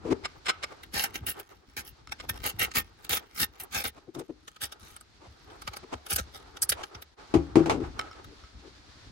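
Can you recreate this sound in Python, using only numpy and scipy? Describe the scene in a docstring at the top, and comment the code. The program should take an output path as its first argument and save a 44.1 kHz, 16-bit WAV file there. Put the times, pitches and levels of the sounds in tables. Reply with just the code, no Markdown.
"""A boiler being descaled in a small room, heard close up on a hand-held stereo microphone.
First the grip rubs and creaks on the microphone case. From about 1 s a steel pin, then from 4 s a knife,
scrapes crust from between the coils: crushed grains ring in the tool and in the steel chamber, hard
crumbs snap and the coils thud. After 7 s the tool is put away, the hand knocks the case and metal
clinks lightly. A faint background hiss sinks after loud scraping and rises again in the pauses."""
import sys
import numpy as np
from scipy import signal
from scipy.fft import rfft, irfft, next_fast_len
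from scipy.io import wavfile

SR = 44100
rng = np.random.default_rng(int(sys.argv[2]) if len(sys.argv) > 2 else 0)


def master_out(mix):
    """Clip the mix to full scale and print it as 16-bit PCM to the path in sys.argv[1]."""
    frames = np.transpose(np.atleast_2d(mix))
    ceiling = np.clip(frames, -1, 1)
    pcm = np.round(ceiling * 32767).astype(np.int16)
    wavfile.write(sys.argv[1], SR, pcm)


N = 401751
TIME = np.arange(N) / SR

# strokes of each tool: t/s, length/s, chamber level/dB, tip level/dB, slide-in/s
PIN_STROKES = [(.94, 0.12, -30, -39, 0.016), (1.142, 0.031, -41.5, -48.5, 0.013),
               (1.266, 0.052, -34, -34, 0.0067), (1.766, 0.041, -36, -42.5, 0.0018),
               (1.85, 0.052, -54, -56, 0.01), (2.293, 0.0076, -27, -35, 0.0086),
               (2.44, 0.066, -32, -41, 0.018), (2.594, 0.058, -26, -35, 0.009),
               (2.754, 0.048, -27, -32.5, 0.016), (3.093, 0.087, -28.5, -34, .002),
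               (3.4, .044, -27.5, -32, 0.055), (3.598, 0.027, -43.5, -43.5, .004),
               (3.745, 0.073, -28.5, -39.5, 0.038), (3.84, 0.042, -32, -38, 0.0096)]
KNIFE_STROKES = [(4.617, 0.039, -35.5, -38, 0.017), (4.796, 0.15, -55.5, -63.5, 0.0066),
                 (6.106, 0.036, -33, -30.5, 0.024), (6.187, 0.013, -26.5, -42.5, 0.027),
                 (6.345, 0.03, -44, -55.5, 0.026), (6.62, 0.017, -37, -27, .006),
                 (6.693, .007, -31, -23, .005), (6.725, 0.015, -38.5, -57, 0.0094)]
# knocks on the microphone case: t/s, hollow level/dB, scuff level/dB, thump level/dB
CASE_KNOCKS = [(7.3395, -10, -23.5, -22.5), (7.556, -7, -22, -29.5), (7.593, -15.5, -43, -38),
               (7.659, -23, -27.5, -43.5), (7.697, -40, -18.5, -39), (7.803, -25, -46, -32.5)]
# handling noise at the microphone: t/s, rumble level/dB, rustle level/dB
HANDLING = [(0, -46, -55), (.4, -63, -61), (1.2, -51, -56), (1.55, -66.5, -63.5), (1.95, -60.5, -67.5),
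            (2.3, -52, -55), (2.95, -59, -62.5), (3.3, -63, -58), (4.4, -66, -71), (4.8, -63, -62),
            (5.1, -61.5, -66), (5.6, -57.5, -63.5), (6.85, -61, -56.5), (7.1, -66.5, -65.5),
            (7.5, -44, -52), (7.95, -52, -50), (8.5, -62, -62.5), (9.11, -54.5, -81.5)]
# resonances that colour creaks and clinks: f/Hz, width/Hz, level/dB
CONTACT_MODES = [(547, 690, -3.5), (1208, 79, 6), (1486, 110, 3), (2154, 190, 4.5), (2870, 660, -1.5),
                 (4090, 730, -4), (5220, 150, 2), (7220, 400, -8), (8340, 810, -13.5), (11300, 680, -36.5)]


def scraping():
    """Crushed crust drives the steel chamber, heard by reflection, and the tool tip, heard directly."""
    # resonances of the chamber under each tool, and of the thin blade: f/Hz, width/Hz, level/dB
    pin_modes = [(190, 110, -6), (440, 180, -7), (821, 93, -2), (1265, 79, 0.5), (1574, 92, 1.5),
                 (1824, 36, 3), (2130, 296, -1.5), (2617, 290, -2.5), (2740, 170, 1.5), (3236, 200, -4.5),
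                 (3630, 166, -2.5), (4450, 1600, -10.5), (5520, 270, -4), (6270, 700, -12.5),
                 (8040, 1900, -15.5)]
    knife_modes = [(190, 160, -4.5), (468, 360, 1), (824, 51, 8.5), (1268, 87, 12), (1583, 136, 7.5),
                   (1877, 130, 4.5), (2240, 220, 4), (3006, 500, 3.5), (3770, 280, 5), (4310, 790, -1.5),
                   (5050, 890, 2.5), (5940, 1600, -0.5), (8000, 880, -34)]
    blade_modes = [(4700, 450, -5), (5630, 400, -6.5), (6270, 550, -9.5)]
    # treble spectrum of each tip on the crust: f/Hz, level/dB
    pin_tip = [(8500, -7), (9800, -4), (11000, -1), (12500, 0), (14500, 0), (16000, -1)]
    knife_tip = [(8500, -3), (9200, -8.5), (10400, -6), (12000, -9.5), (13800, -9.5), (16000, -15)]
    # the tip catches on a rib or snaps a hard crumb: t/s, chamber level/dB, tip level/dB
    snags = [(.835, -41.5, -45), (1.04, -25, -21.5), (1.157, -30.5, -33.5), (1.272, -60, -30),
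             (1.399, -42, -34.5), (1.877, -48, -40), (2.122, -30, -43), (2.464, -30.5, -20.5),
             (2.716, -40.5, -58), (3.048, -41.5, -40), (3.132, -27, -38), (3.17, -30, -32),
             (3.43, -25.5, -33), (3.603, -43.5, -33), (3.636, -68.5, -34), (4.15, -45, -45),
             (4.195, -44, -38.5), (4.48, -40, -51), (4.564, -48, -61), (4.724, -38, -38.5),
             (4.965, -46.5, -45), (5.011, -54, -48), (5.502, -53, -74), (5.62, -41, -42),
             (5.677, -28.5, -40), (5.737, -36.5, -48), (5.768, -37, -33.5), (6.066, -40.5, -36.5),
             (6.162, -29.5, -16), (6.571, -42, -48.5), (6.722, -26, -24.5), (6.836, -32.5, -59),
             (6.95, -40, -57), (7.023, -43, -39), (8.245, -48.5, -53)]
    pin_taken_s, knife_taken_s, knife_away_s = 0.8, 4.1, 7.05
    fracture = grains(per_s=16000, spread_db=1.5, clump_db=1, clumps_per_s=900)
    snaps = grains(per_s=64, spread_db=7, clump_db=13.5, clumps_per_s=40)
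    # loose crumbs trickle as the hand moves, louder while a tool is at work
    crumbs = curve(HANDLING, column=2) * grains(per_s=380, spread_db=3.5, clump_db=10, clumps_per_s=22)
    crumbs *= from_db(np.where((TIME > pin_taken_s) & (TIME < knife_away_s), 0, -14))
    tools = [(PIN_STROKES, pin_modes, pin_tip, TIME <= knife_taken_s),
             (KNIFE_STROKES, knife_modes, knife_tip, TIME > knife_taken_s)]
    chamber, tip = 0, 0
    for strokes, modes, colour, held in tools:
        slide_in_s = np.array(strokes)[:, 4]
        crush = pressure(strokes, 2, slide_in_s, bite_db=-0.5, crest=0.46, ease_db=-6, release_s=0.027)
        crust = grains(per_s=9000, spread_db=1.5, clump_db=4.5, clumps_per_s=340)
        cracks = bites(strokes, column=2, gain_db=1) + held * from_db(4) * ticks(snags, column=1)
        drive = crush * (crust + from_db(-10) * snaps) + fracture * cracks
        drive += held * from_db(-1.5) * crumbs
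        chamber += body(scatter(drive, fall_s=0.00082, wet_db=5.5), modes, sway_db=4.5)

        crumble = pressure(strokes, 3, slide_in_s, bite_db=-3.5, crest=0.62, ease_db=-2, release_s=0.023)
        grit = from_db(2) * grains(per_s=2900, spread_db=-7.5, clump_db=3.5, clumps_per_s=310)
        cracks = bites(strokes, column=3, gain_db=9) + held * from_db(-3) * ticks(snags, column=2)
        tip_drive = crumble * (grit + from_db(-14.5) * snaps) + fracture * cracks
        tip_drive += held * from_db(-12) * crumbs
        tip += tip_pings(tip_drive, colour, width_hz=340)
        if strokes is KNIFE_STROKES:  # the blade sings as it snicks through
            chamber += from_db(-7.5) * body(scatter(tip_drive, fall_s=0.0006, wet_db=24), blade_modes)
    return chamber + reflect(at_ports(tip), t60=0.02, wet_db=-13, cut_hz=17000)


def pressure(strokes, column, attack_s, bite_db, crest, ease_db, release_s):
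    """A stroke slides in, bites, peaks at the fraction `crest` of its length, eases and lets go."""
    power = np.zeros(N)
    for row, lead in zip(strokes, np.broadcast_to(attack_s, len(strokes))):
        start, end = row[0], row[0] + row[1]
        corners_s = [start - lead, start, start + crest * (end - start), end, end + release_s]
        span = slice(max(0, int(corners_s[0] * SR)), int(corners_s[-1] * SR))
        shape_db = np.interp(TIME[span], corners_s, [-25, bite_db, 3, ease_db, -30])
        power[span] += from_db(row[column] + shape_db) ** 2
    return np.sqrt(power)


def grains(per_s, spread_db, clump_db, clumps_per_s):
    """Random fractures of uneven size, clumped as the edge sticks and slips."""
    size_db = spread_db * np.minimum(rng.exponential(1, N), 4)
    size_db += clump_db * np.tanh(drift(clumps_per_s))
    return rms_one(from_db(size_db) * rng.choice([-1, 1], N) * (rng.random(N) < per_s / SR))


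def bites(strokes, column, gain_db):
    """Envelope of the crack as the edge digs in at the start of each stroke."""
    return from_db(gain_db) * bursts(strokes, column, fall_s=0.0035)


def ticks(rows, column, rise_s=0.0032):
    """Envelope of the ticks: the tip loads quickly, then the crumb gives way."""
    backwards = clicks(rows, column)[::-1]
    loading = signal.lfilter([0, 1], [1, -np.exp(-1 / (rise_s * SR))], backwards)[::-1]
    return loading + bursts(rows, column, fall_s=0.005)


def tip_pings(drive, colour, width_hz):
    """Each fracture pings at a treble pitch of its own; the favoured pitches change as the tip moves."""
    pitches = np.geomspace(colour[0][0], colour[-1][0], num=9)
    gains = rms_one(from_db(at_hz(colour, pitches)))
    chosen = np.repeat(rng.integers(0, len(pitches), N // 24 + 1), 24)[:N]  # one pitch per 24 samples
    pings = 0
    for k, (hz, gain) in enumerate(zip(pitches, gains)):
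        sway = from_db(4 * np.tanh(drift(45)) - 1.5)
        pings += gain * sway * resonate(drive * (chosen == k), hz, width_hz)
    return pings / np.sqrt(np.pi * width_hz / SR)


def scatter(drive, fall_s, wet_db, left_lag_s=0.00045):
    """Each impulse scatters briefly; its direct sound reaches the nearer, right-hand port first."""
    decay = np.exp(-1 / (fall_s * SR))
    echo_power = signal.lfilter([1 - decay], [1, -decay], drive ** 2 + 1e-20)
    echo = np.sqrt(echo_power) * rng.standard_normal((2, N))
    direct = np.array([np.roll(drive, round(left_lag_s * SR)), drive])
    return (direct + from_db(wet_db) * echo) / np.sqrt(1 + from_db(wet_db) ** 2)


def at_ports(x):
    """The treble arrives in different phase at the microphone's two ports."""
    # phase turns between the ports: f/Hz, width/Hz
    phase_turns = [(9200, 1200), (13150, 1300)]
    return np.array([x, allpass(x, phase_turns)])


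def coil_thuds():
    """Each stroke shoves the coils in proportion to its force, and the hand bumps them."""
    # bumps of the hand: t/s, level/dB
    bumps = [(.113, -34), (1.209, -32), (2.535, -33.5), (5.265, -41.5), (5.675, -36), (5.935, -37),
             (6.123, -29.5), (6.195, -29), (6.946, -38)]
    shoves = from_db(-10.5) * clicks(PIN_STROKES + KNIFE_STROKES, column=2, delay_s=0.004)
    return boom(shoves + from_db(-5) * clicks(bumps, column=1), sag_hz=62, sag_width_hz=140)


def boom(blows, sag_hz, sag_width_hz):
    """A deep, soft thump whose lowest part arrives last."""
    # deep modes set off by a shove: f/Hz, level/dB, t60/s
    deep_modes = [(72.5, -0.5, 0.27), (99.7, 5, 0.082), (165.3, -10.5, 0.12)]
    thump = passband(passband(ring(blows, deep_modes), 240, "low"), 62, "high")
    return allpass(thump, [(sag_hz, sag_width_hz)] * 3)


def case_knocks():
    """Padded knocks ring the microphone case near the left port; a deep thump follows the touch."""
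    # each knock touches, then lands: delay/s, level/dB
    contacts = [(0, -5), (.013, 2)]
    # ringing of the case: f/Hz, level/dB, t60/s
    knock_modes = [(157.6, -17.5, 0.33), (283, -16, 0.41), (316, -33.5, 0.11), (331, -2.5, 0.17),
                   (354.6, -3, 0.15), (415, -4, 0.1), (535, -23.5, 0.33), (658, -12, 0.15),
                   (793, -9.5, 0.18)]
    blows = sum(from_db(db) * clicks(CASE_KNOCKS, column=1, delay_s=delay) for delay, db in contacts)
    hollow = from_db(-1.5) * passband(passband(ring(blows, knock_modes), 370, "low"), 171, "high")
    thump = boom(clicks(CASE_KNOCKS, column=3, delay_s=0.0104), sag_hz=69.5, sag_width_hz=108)
    return hollow * pan(left_db=8.5) + thump * pan(left_db=2.5)


def case_rubs():
    """The sliding hand sounds the hollow case; skin scuffs its shell at each rub and knock."""
    # slides of the hand: t/s, length/s, hollow level/dB, scuff level/dB
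    rubs = [(.05, 0.043, -35.5, -41.5), (.108, 0.022, -24.5, -28.5), (.722, 0.0059, -62, -43.5),
            (2.235, 0.018, -61, -46), (3.2, 0.044, -67, -56), (3.965, 0.023, -58, -49),
            (4.075, 0.022, -49, -63), (4.15, 0.07, -42.5, -46), (4.293, 0.015, -38.5, -53),
            (5.21, 0.065, -64, -51.5), (5.832, 0.0099, -47, -45.5), (5.927, 0.016, -42, -30),
            (6.772, 0.049, -69, -39), (7.66, 0.14, -34, -67), (8.27, 0.07, -58.5, -73.5),
            (8.64, 0.039, -55.5, -79.5)]
    # resonances of the hollow case: f/Hz, width/Hz, level/dB
    case_modes = [(145, 100, -14), (245, 23, -3.5), (309, 110, 0), (400, 46, 1), (459, 32, -0.5)]
    # spectrum of skin on the shell: f/Hz, level/dB
    scuff_colour = [(250, -4), (500, 5.5), (800, 7.5), (1300, 1.5), (1700, -9.5), (2200, -5.5),
                    (3500, -12.5), (7000, -18), (11000, -30.5), (15000, -45.5)]
    slide = pressure(rubs, 2, attack_s=0.012, bite_db=3, crest=0.87, ease_db=-8.5, release_s=0.017)
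    friction = slide * grains(per_s=1500, spread_db=1, clump_db=-2, clumps_per_s=90)
    hollow = from_db(5) * passband(body(friction, case_modes), 416, "low")
    drag = pressure(rubs, 3, attack_s=0.017, bite_db=0, crest=0.12, ease_db=7, release_s=0.013)
    touch = from_db(-7) * drag + bursts(CASE_KNOCKS, column=2, fall_s=0.022)
    scuff = touch * from_db(0.4 * drift(300)) * stereo_noise(scuff_colour, alike=0.082)
    return hollow * pan(left_db=8.5) + scuff * pan(left_db=0.5)


def grip_creaks():
    """The grip sticks and slips on the shell, right at the microphone."""
    # creaks: t/s, length/s, level/dB
    creaks = [(.253, 0.0071, -28.5), (.464, 0.0085, -29), (.486, 0.019, -22.5), (.636, 0.0068, -28),
              (2.199, 0.0096, -38)]
    grip = pressure(creaks, 2, attack_s=0.018, bite_db=1, crest=0.52, ease_db=-2, release_s=0.015)
    slips = grip * grains(per_s=4500, spread_db=4.5, clump_db=0, clumps_per_s=350)
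    return body(scatter(slips, fall_s=0.001, wet_db=5.5), CONTACT_MODES, sway_db=1)


def clinks():
    """A short rough contact, then the metal rings on."""
    # light touches of metal: t/s, level/dB
    touches = [(.494, -37.5), (2.072, -55.5), (7.992, -36.5), (8.113, -49), (8.438, -55.5)]
    # ringing of the metal: f/Hz, level/dB, t60/s
    metal_modes = [(1292, -6, 0.2), (1330, -7.5, 0.11), (1426, -10, 0.076), (2159, -14, 0.15),
                   (3060, -15, 0.072), (5380, -8, 0.061), (5480, -16, 0.051)]
    roughness = grains(per_s=2800, spread_db=8.5, clump_db=14.5, clumps_per_s=300)
    contact = bursts(touches, column=1, fall_s=0.013) * roughness
    scratch = body(scatter(contact, fall_s=0.00033, wet_db=2.5), CONTACT_MODES)
    return from_db(9) * (scratch + ring(clicks(touches, column=1), metal_modes))


def background():
    """Rumble and rustle of the hand over a faint hiss; all three dip briefly at 7.16 s."""
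    # background hiss sinks after loud scraping and rises again in the pauses: t/s, level/dB
    hiss_levels = [(0, -63.5), (.8, -60), (1.55, -71.5), (2.2, -61.5), (4.05, -69.5), (4.6, -67.5),
                   (5.9, -58), (7.1, -65), (7.22, -59), (9.11, -56.5)]
    # spectra of the three noises: f/Hz, level/dB
    rumble_colour = [(20, -24), (40, -4), (62, 3.5), (115, -6), (175, -13), (330, -10.5), (550, -31),
                     (1200, -71.5)]
    rustle_colour = [(200, -8.5), (400, 8.5), (600, -3.5), (830, 5.5), (1020, -2), (1270, 3), (1750, -5.5),
                     (2200, -10), (3500, -16), (8000, -26), (16000, -53)]
    hiss_colour = [(300, 0.5), (1500, 3), (2800, -2), (4300, 2.5), (5800, -3.5), (8000, -13.5),
                   (11000, -23), (13000, -30.5), (16000, -42)]
    rumble = curve(HANDLING, 1) * from_db(4 * drift(29)) * stereo_noise(rumble_colour, alike=0.78)
    rustle = curve(HANDLING, 2) * from_db(6 * drift(25)) * stereo_noise(rustle_colour, alike=0.05)
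    hiss = curve(hiss_levels, 1) * from_db(1 + 1.6 * drift(25)) * stereo_noise(hiss_colour, alike=0.05)
    dip = from_db(-23 * np.exp(-((TIME - 7.16) / 0.017) ** 2))
    return (rumble * pan(left_db=2.5) + rustle + hiss) * dip


def stereo_noise(colour, alike):
    """Noise of a given spectrum and left-right correlation."""
    hz = np.linspace(1, SR / 2, next_fast_len(N) // 2 + 2)
    white = rng.standard_normal((2, 2 * len(hz) - 2))
    mid, side = irfft(rfft(white) * from_db(at_hz(colour, hz)))[:, :N]
    return rms_one(np.sqrt(1 + alike) * mid + np.sqrt(1 - alike) * side * [[1], [-1]])


def reflect(x, t60, wet_db, cut_hz):
    """Dense reflections, different at each microphone port, join the direct sound."""
    t = TIME[:SR // 2]
    tail = passband(rng.standard_normal((2, len(t))), cut_hz, "low") * from_db(-60 * t / t60)
    tail *= from_db(wet_db) * np.sqrt(2 * cut_hz / SR / np.sum(tail ** 2, axis=1, keepdims=True))
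    return (x + signal.fftconvolve(x, tail, axes=1)[:, :N]) / np.sqrt(1 + from_db(2 * wet_db))


def body(x, modes, sway_db=0):
    """Parallel resonances; with sway, each swells and fades by itself as the contact wanders."""
    power = sum(from_db(db) ** 2 * np.pi * width / SR for _, width, db in modes)
    out = 0
    for k, (hz, width, db) in enumerate(modes):
        swell_db = sway_db * np.tanh(drift(14)) if sway_db else 0
        out += (-1) ** k * from_db(db + swell_db) * resonate(x, hz, width)
    return out / np.sqrt(power)


def ring(blows, modes):
    """Every blow sets decaying sines going."""
    out = 0
    for hz, db, t60 in modes:
        a = poles(hz, np.log(1000) / (np.pi * t60))
        out += from_db(db) * signal.lfilter([0, np.sin(2 * np.pi * hz / SR)], a, blows + 1e-18)
    return out


def resonate(x, hz, width_hz):
    """One resonance with gain 1 at its peak."""
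    a = poles(hz, width_hz)
    return signal.lfilter((1 - a[2]) / 2 * np.array([1, 0, -1]), a, x + 1e-18)


def allpass(x, bands):
    """Delay each band without changing its level."""
    for hz, width in bands:
        a = poles(hz, width)
        x = signal.lfilter(a[::-1], a, x)
    return x


def poles(hz, width_hz):
    """Denominator of one resonance."""
    r = np.exp(-np.pi * width_hz / SR)
    return np.array([1, -2 * r * np.cos(2 * np.pi * hz / SR), r * r])


def passband(x, edge_hz, kind):
    """Second-order low-pass or high-pass."""
    return signal.sosfilt(signal.butter(2, edge_hz, kind, fs=SR, output="sos"), x)


def clicks(rows, column, delay_s=0):
    """One impulse for each row."""
    rows, out = np.array(rows), np.zeros(N)
    out[((rows[:, 0] + delay_s) * SR).astype(int)] = from_db(rows[:, column])
    return out


def bursts(rows, column, fall_s):
    """An envelope that jumps at each row and dies away."""
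    return signal.lfilter([1], [1, -np.exp(-1 / (fall_s * SR))], clicks(rows, column))


def curve(rows, column):
    """Gain in time from a column in dB."""
    return from_db(np.interp(TIME, np.array(rows)[:, 0], np.array(rows)[:, column]))


def at_hz(points, hz):
    """Level of a spectrum, joined on a log axis."""
    return np.interp(np.log(hz), np.log(np.array(points)[:, 0]), np.array(points)[:, 1])


def drift(per_s):
    """Random wander of unit power."""
    return rms_one(np.interp(TIME * per_s, np.arange(N // 8), rng.standard_normal(N // 8)))


def pan(left_db):
    """Left and right gains."""
    return from_db([[left_db / 2], [-left_db / 2]])


def rms_one(x):
    """Scale to unit power."""
    return x / np.sqrt(np.mean(x ** 2) + 1e-20)


def from_db(db):
    """Decibels to gain."""
    return 10 ** (np.asarray(db) / 20)


def scene():
    """Work on the boiler and the hand on the microphone, both close, in a small room over faint hiss."""
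    work = reflect(scraping() + coil_thuds(), t60=0.19, wet_db=-23.5, cut_hz=4300)
    handling = case_knocks() + case_rubs() + grip_creaks() + clinks()
    return work + reflect(handling, t60=0.43, wet_db=-17, cut_hz=2900) + background()


def record(dry):
    """The top is cut steeply above 15.9 kHz."""
    return signal.sosfilt(signal.ellip(10, 0.2, 80, 15900, fs=SR, output="sos"), dry)


dry = scene()
out = record(dry)
master_out(out)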